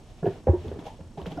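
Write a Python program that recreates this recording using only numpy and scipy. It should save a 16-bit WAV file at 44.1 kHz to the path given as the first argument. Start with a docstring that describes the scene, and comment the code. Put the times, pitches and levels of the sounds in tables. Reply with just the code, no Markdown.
"""A small quiet room's rumble, hiss and thin electronic whines come first, with soft padding about and scuffs.
Then kittens romp on a padded wooden floor before a webcam microphone with two ports.
Paws and bodies ring the floor's modes and crush its padding; claws are short gritty ticks.
Fur and bedding are coloured noise with fibre snaps, the padding about lumpy noise, the whines sines.
The direct thumps and ticks stand well above the room's tail."""
import sys
import numpy as np
from scipy import signal
from scipy.fft import rfft, irfft
from scipy.io import wavfile
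from scipy.ndimage import uniform_filter1d

SR = 44100
rng = np.random.default_rng(int(sys.argv[2]) if len(sys.argv) > 2 else 0)


def natural_amplitude(level_db):
    """Convert a level in decibels to a linear amplitude factor, elementwise."""
    exponent = np.asarray(level_db, float) / 20
    return 10 ** exponent


def transcribe(signal):
    """Save signal, clipped to [-1, 1], as a 16-bit WAV file at the path in sys.argv[1]."""
    frames = np.atleast_2d(signal).T
    limited = np.clip(frames, -1, 1)
    pcm = np.round(limited * 32767).astype(np.int16)
    wavfile.write(sys.argv[1], SR, pcm)


N = 61740  # length [samples]


def evened(x):
    """Scales to rms 1."""
    return x / np.sqrt(np.mean(x ** 2) + 1e-20)


def read(points, hz):
    """Reads a spectrum table on a log-frequency axis."""
    f, value = np.transpose(points)
    return np.interp(np.log(hz + 1), np.log(f + 1), value)


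def follow(curve):
    """Turns a level curve into gain per sample."""
    s, db = np.transpose(curve)
    return natural_amplitude(np.interp(np.arange(N) / SR, s, db))


def add(mix, s, sound):
    """Mixes a sound in at s seconds."""
    part = mix[round(s * SR):][:len(sound)]
    part += sound[:len(part)]


# likeness of the two microphone ports: (frequency [Hz], likeness [0 to 1])
PORT_LIKENESS = [(30, 0.92), (180, 0.97), (550, 0.95), (1100, 0.85), (1650, 0.66), (4970, 0.56),
                 (15000, 0.22)]
# tilt between the ports: (frequency [Hz], left over right [dB])
PORT_LEAN = [(25, -2.7), (60, -1.9), (250, -1), (1000, .4), (2000, -.8), (8000, 1), (12000, -.9)]


def pair(a, b, colour):
    """Colours two sources and blends them into the two microphone ports, at rms 1."""
    hz = np.fft.rfftfreq(N, 1 / SR)
    same = np.clip(read(PORT_LIKENESS, hz), -1, 1)
    lean = natural_amplitude(read(PORT_LEAN, hz) / 2)
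    a, b = rfft(a), rfft(b)
    outside = (hz < colour[0][0]) | (hz > colour[-1][0])
    gain = natural_amplitude(np.where(outside, -120, read(colour, hz)))
    left = a * lean
    right = (same * a + np.sqrt(1 - same ** 2) * b) / lean
    return evened(irfft(gain * np.array([left, right]), N))


# colour of the room's rumble and hiss: (frequency [Hz], relative density [dB per Hz])
AIR_COLOUR = [(12, -39), (20, -3), (100, -6.5), (182, -17), (252, -14.5), (587, -31), (692, -27.5),
              (1330, -36.5), (2060, -40.5), (3100, -38.5), (7830, -45.5), (13500, -57.5)]
AIR_DB = -48.5  # rms


def air():
    """The quiet room's rumble and hiss: steady coloured noise."""
    return natural_amplitude(AIR_DB) * pair(*rng.standard_normal((2, N)), AIR_COLOUR)


# thin electronic tones: (frequency [Hz], peak level [dB])
WHINE_TONES = [(5459, -75), (5491, -79), (6202, -82.5), (6401, -80.5), (6508, -80.5), (6998, -84.5),
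               (7171, -82.5), (7197, -85.5), (7601, -87.5), (8829, -86.5), (9491, -86.5), (9598, -87.5),
               (10541, -85.5)]
FRAMES_PER_S = 29.97
BEEP_HZ, BEEP_DB = 8000, -70.5  # a whine that switches on with every frame
BEEP_START_S, BEEP_ON_S = 0.0012, 0.0105


def whines():
    """Thin steady sines and one that pulses at the frame rate, alike at both ports."""
    t = np.arange(N) / SR
    tones = sum(natural_amplitude(db) * np.sin(2 * np.pi * (hz * t + rng.random())) for hz, db in WHINE_TONES)
    within_frame = (t - BEEP_START_S) % (1 / FRAMES_PER_S)
    on = uniform_filter1d((within_frame < BEEP_ON_S) * 1., 30)
    return tones + natural_amplitude(BEEP_DB) * on * np.sin(2 * np.pi * BEEP_HZ * t)


# soft padding about: (time [s], level [dB])
SHUFFLE_LEVEL = [(0, -54), (.2, -58.5), (.3, -43), (.43, -50.5), (.6, -47), (.7, -42.5), (.8, -46),
                 (.84, -46.5), (.9, -49), (.96, -56), (1.1, -56.5), (1.17, -53), (1.2, -41.5), (1.33, -47),
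                 (1.4, -39.5)]
# colour of the soft pads on the floor: (frequency [Hz], relative density [dB per Hz])
PAD_COLOUR = [(24, -47.5), (40, -31), (76, -9.5), (128, -4), (165, -2.5), (355, -9.5), (403, -7.5),
              (511, -10.5), (1800, -34), (2340, -54.5), (3960, -120)]
LUMP_DB = 2.5  # rms swing of the lumps


def shuffle():
    """Soft padding about: lumpy pushes too small to tell apart."""
    push = rng.standard_normal((2, N))
    drift = uniform_filter1d(uniform_filter1d(rng.standard_normal(N), 400), 400)
    lumps = natural_amplitude(LUMP_DB * evened(drift))
    return follow(SHUFFLE_LEVEL) * pair(*(push * lumps), PAD_COLOUR)


# rubbing of fur and bedding: (time [s], level [dB])
SCUFF_LEVEL = [(0, -65), (.06, -63.5), (.11, -57), (.15, -66), (.19, -57.5), (.23, -64.5), (.265, -53),
               (.33, -53.5), (.39, -56.5), (.42, -65), (.46, -69.5), (.475, -57.5), (.56, -60), (.62, -53),
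               (.69, -53.5), (.75, -57), (.78, -62.5), (.795, -52), (.83, -59), (.868, -45), (.90, -53.5),
               (.95, -60), (1.165, -82), (1.178, -51.5), (1.25, -59.5), (1.268, -44), (1.295, -54.5),
               (1.322, -45.5), (1.34, -55), (1.4, -56)]
# colour of the rubbing: (frequency [Hz], relative density [dB per Hz])
FUR_COLOUR = [(590, 11), (1000, -0.5), (1590, -12), (1740, -6), (3070, -4), (4830, -13.5), (6630, -16),
              (7950, -24.5), (12700, -25.5), (15000, -57)]
FIBRES_PER_S, FIBRE_DB = 3000, 2.5  # FIBRE_DB scales the unevenness of the snaps
SMOOTH_SHARE = 0.7  # swish against snaps [0 to 1]


def scuff():
    """Fur and bedding rubbing: fibre snaps of uneven size in a smooth swish."""
    size = natural_amplitude(FIBRE_DB * np.minimum(rng.exponential(1, (2, N)), 5))
    snaps = size * (rng.random((2, N)) < FIBRES_PER_S / SR)
    swish = rng.standard_normal((2, N))
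    rub = SMOOTH_SHARE * swish + (1 - SMOOTH_SHARE) * evened(snaps * np.sign(swish))
    return follow(SCUFF_LEVEL) * pair(*rub, FUR_COLOUR)


# colour of crushed padding: (frequency [Hz], relative density [dB per Hz])
CRUNCH_COLOUR = [(500, 13.5), (900, -12.5), (1300, -2.5), (1750, -2), (2500, -20), (4000, -40.5),
                 (6000, -52)]


def crunches():
    """Padding crushed: one stretch of coloured grit for each landing."""
    z = rfft(rng.standard_normal((len(LANDINGS), 8192)))
    hz = np.fft.rfftfreq(8192, 1 / SR)
    return evened(irfft(z * natural_amplitude(read(CRUNCH_COLOUR, hz)) * (hz > CRUNCH_COLOUR[0][0])))


# modes of the padded floor: (frequency [Hz], relative level [dB], t60 before damping [s])
FLOOR_MODES = [(69, -5, 0.49), (85, 6, 1), (93.6, 1.5, 0.37), (118, -8.5, 0.12), (157, -3, 0.37),
               (174.6, -5.5, 0.13), (234.1, 7.5, 0.051), (290, -2, 0.051), (357, 4, 0.19),
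               (406.9, 5.5, 0.063), (480, 1, 0.067), (529.4, 6, 0.047), (610, 6.5, 0.099), (696, 6, 0.047),
               (800, 3.5, 0.047), (885, -3, 0.17), (944.6, 6.5, 0.026), (1107, -5, 0.18),
               (1420, -10, 0.027), (1677, -7, 0.035)]
# paws and bodies landing: (time [s], level [dB], centre [Hz], swell [s])
LANDINGS = [ (0.227, -20.5, 155.4, 0.0039), (.229, -35, 720, 0.0026), (0.228, -34, 420, 0.0017),
            (0.227, -35.5, 1506, 0.0086), (0.241, -22.5, 399, 0.0062), (.255, -41, 1600, 0.0069),
            (0.255, -28, 432, .005), (.264, -39.5, 1600, .005), (.255, -27, 670, 0.0068),
            (0.259, -14, 118, 0.016), (0.275, -22, 174, 0.0029), (.264, -20.5, 420, 0.0036),
            (.272, -19.5, 388.5, 0.0042), (.298, -32, 407, 0.0072), (.470, -16.5, 476, 0.0014),
            (.471, -29.5, 222, 0.0091), (0.477, -25, 800, 0.0048), (.480, -17.5, 505, 0.0069),
            (0.472, -15, 105.5, 0.0044), (0.485, -14.5, 92.6, 0.0088), (0.497, -36, 1020, 0.0052),
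            (0.491, -21, 341, 0.0046), (0.528, -33, 85, 0.02), (0.530, -20, 364, 0.0096),
            (.557, -43, 357, 0.0022), (.530, -47.5, 900, 0.0028), (0.547, -44, 950, 0.0059),
            (.548, -39.5, 514, 0.011), (.645, -38, 414, 0.00504), (.654, -34.5, 415, 0.0051),
            (0.66, -35, 85, 0.0051), (0.681, -36, 222.8, 0.0039), (0.7150, -26, 445, 0.0016),
            (.722, -39.5, 425, 0.0013), (.722, -22.5, 106.6, 0.0062), (0.737, -43, 480, 0.01),
            (0.757, -39.5, 387, 0.0095), (0.781, -45, 407, 0.0075), (0.788, -27, 283, 0.003),
            (0.799, -49.5, 940, 0.0059), (0.788, -52, 1480, 0.0037), (0.811, -56, 940, 0.0048),
            (0.854, -36, 480, 0.009), (.860, -40.5, 800, 0.011), (.867, -49, 630, 0.0043),
            (.880, -39, 885, 0.0032), (0.904, -50, 920, 0.0031), (0.914, -47, 880, .005),
            (.990, -44.5, 508, .005), (1.003, -24, 190.8, 0.0028), (1.004, -32.5, 75, 0.0079),
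            (1.061, -37, 75, 0.0086), (1.173, -33, 750, 0.0041), (1.178, -35, 391, 0.011),
            (1.174, -30.5, 156, 0.0059), (1.194, -40, 1030, 0.0069), (1.22, -25, 72.9, 0.012),
            (1.249, -45, 73, 0.0083), (1.257, -30, 455.6, 0.0075), (1.267, -18, 184.3, 0.0056),
            (1.284, -31.5, 154, 0.043), (1.322, -31, 290, 0.0018), (1.368, -27, 290, 0.0099),
            (1.372, -44.5, 810, 0.0017), (1.379, -31.5, 671, 0.0061), (1.372, -33.5, 1420, 0.0065),
            (1.313, -44, 800, 0.0035), (1.392, -39, 1107, 0.0046)]
# how far a blow reaches from its centre to the other modes
SPREAD_OCT, SKIRT_DB, SKIRT_DB_PER_OCT = 0.096, -25.5, -2.5
# the resting weight smothers the ring: dB lost grows with the square of time
DAMP_DB, DAMP_S = -1.5, 0.0048
CRUNCH_DB, CRUNCH_T60_S = -23, 0.094
SHARP_S = 0.0037  # landings slower than this crush the padding more gently


def thump(crunch, s, db, centre_hz, swell_s):
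    """A soft weight presses in, rings the floor modes nearest its centre, crushes the padding and rests."""
    t = np.arange(len(crunch)) / SR
    swell_s = max(swell_s, .002)
    press = np.sin(np.pi / 2 * np.minimum(t / swell_s, 1)) ** 2
    after = np.maximum(t - swell_s, 0)
    ring = 0
    for hz, mode_db, t60 in FLOOR_MODES:
        away = abs(np.log2(hz / centre_hz))  # octaves
        reach = np.exp(-.5 * (away / SPREAD_OCT) ** 2) + natural_amplitude(SKIRT_DB + SKIRT_DB_PER_OCT * away)
        ring = ring + reach * natural_amplitude(mode_db - 60 * after / t60) * np.sin(2 * np.pi * hz * t)
    ring = ring * natural_amplitude(DAMP_DB * (after / (swell_s + DAMP_S)) ** 2)
    # low and slow landings crush less
    bright = min(centre_hz / 400, 1) ** 2 * min(SHARP_S / swell_s, 1)
    crushed = bright * natural_amplitude(CRUNCH_DB - 60 * after / CRUNCH_T60_S) * crunch
    return s, natural_amplitude(db) * press * (ring + crushed)


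# claws on the floor: (time [s], level [dB], tick [Hz], edge relative to tick [dB])
CLAW_TICKS = [(0.2567, -40, 2780, -22), (0.269, -40, 3140, -17), (0.471, -44, 2330, -23),
              (0.682, -38.5, 3300, -20), (.7930, -41.5, 3370, -22), (1.0081, -49, 2730, -22),
              (1.2163, -35.5, 3040, -23), (1.2270, -44, 3760, -22), (1.259, -33, 1370, -33),
              (1.2608, -37, 2650, -26), (1.262, -37.5, 3830, -25), (1.2655, -32.5, 3100, -22),
              (1.3193, -33.5, 3280, -24), (1.3759, -44.5, 5230, -16)]
CLAW_RISE_S, CLAW_T60_S = 0.0004, 0.008
EDGE_HZ, EDGE_T60_S = 12600, 0.0083
GRIT = 0.35  # rms roughness of the tick's level


def claw(grit, s, db, tick_hz, edge_db):
    """A claw strikes the floor: a short gritty tick with a high edge."""
    t = np.arange(len(grit)) / SR
    tick = natural_amplitude(-60 * t / CLAW_T60_S) * np.sin(2 * np.pi * tick_hz * t)
    edge = natural_amplitude(edge_db - 60 * t / EDGE_T60_S) * np.sin(2 * np.pi * EDGE_HZ * t)
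    rise = np.sin(np.pi / 2 * np.minimum(t / CLAW_RISE_S, 1)) ** 2
    return s, natural_amplitude(db) * rise * (1 + GRIT * grit) * (tick + edge)


# how the small room dies away: (frequency [Hz], t60 [s])
ROOM_DECAY = [(80, 0.29), (400, 0.12), (1500, 0.43), (6000, 0.16)]
ROOM_DB = -11.5  # tail energy against the direct sound
ROOM_WIDTH = 0.23  # share that differs between the ports


def room(x):
    """Sparse random taps, each band dying at its own speed; nearly alike at both ports."""
    taps = np.zeros((2, SR // 2))
    slots = np.arange(200, SR // 2 - 20, 20)
    at = slots + rng.integers(0, 20, (2, len(slots)))
    np.put_along_axis(taps, at, rng.choice([-1., 1.], at.shape), 1)
    hz, t, z = signal.stft(taps, SR, nperseg=256)
    fade = natural_amplitude(-60 * t / read(ROOM_DECAY, hz)[:, None])
    middle, side = signal.istft(z * fade, SR, nperseg=256)[1]
    tail = np.array([middle + ROOM_WIDTH * side, middle - ROOM_WIDTH * side])
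    tail = tail / np.linalg.norm(tail[0])
    return natural_amplitude(ROOM_DB) * signal.fftconvolve(x[None], tail, axes=1)[:, :N]


BASS_CUT_HZ = 68  # below this the thumps are cut away
THUMP_LEAN_DB, CLAW_LEAN_DB = -0.6, -0.3  # added at the left port, taken off at the right
# in this band the thumps reach the two ports unalike
WIDE_LOW_HZ, WIDE_HIGH_HZ, WIDE_DB, WIDE_LAG_S = 950, 1700, -9, 0.0015


def at_ports(paws, ticks):
    """The direct sound leans between the ports; a late band of thumps has opposite sign at each."""
    sides = np.array([[1], [-1]])
    near = paws * natural_amplitude(THUMP_LEAN_DB * sides) + ticks * natural_amplitude(CLAW_LEAN_DB * sides)
    band_pass = signal.butter(2, [WIDE_LOW_HZ, WIDE_HIGH_HZ], "band", fs=SR, output="sos")
    band = signal.sosfilt(band_pass, paws)
    return near + sides * natural_amplitude(WIDE_DB) * np.roll(band, round(WIDE_LAG_S * SR))


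def scene():
    """Thumps and ticks in the room, over scuffing and the quiet air."""
    paws, ticks = np.zeros(N), np.zeros(N)
    for crunch, landing in zip(crunches(), LANDINGS):
        add(paws, *thump(crunch, *landing))
    grits = rng.standard_normal((len(CLAW_TICKS), 1500))
    for _ in range(2):
        grits = uniform_filter1d(grits, size=16, axis=1)
    for grit, row in zip(evened(grits), CLAW_TICKS):
        add(ticks, *claw(grit, *row))
    paws = signal.sosfilt(signal.butter(2, BASS_CUT_HZ, "high", fs=SR, output="sos"), paws)
    under = air() + whines() + shuffle() + scuff()
    return under + at_ports(paws, ticks) + room(paws + ticks)


def low_pass(x):
    """Removes everything above the highest recorded frequency."""
    return signal.sosfilt(signal.butter(12, 15830, fs=SR, output="sos"), x)


MIRROR_HZ, MIRROR_DB = 15800, -60  # the bass reappears faintly below this


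def record(dry):
    """The converter adds a faint mirror image: each frequency f also sounds at MIRROR_HZ - f."""
    turn = np.exp(2j * np.pi * MIRROR_HZ * np.arange(N) / SR)
    mirror = natural_amplitude(MIRROR_DB) * (np.conj(signal.hilbert(dry)) * turn).real
    return low_pass(dry + mirror)


dry = scene()
out = record(dry)
transcribe(out)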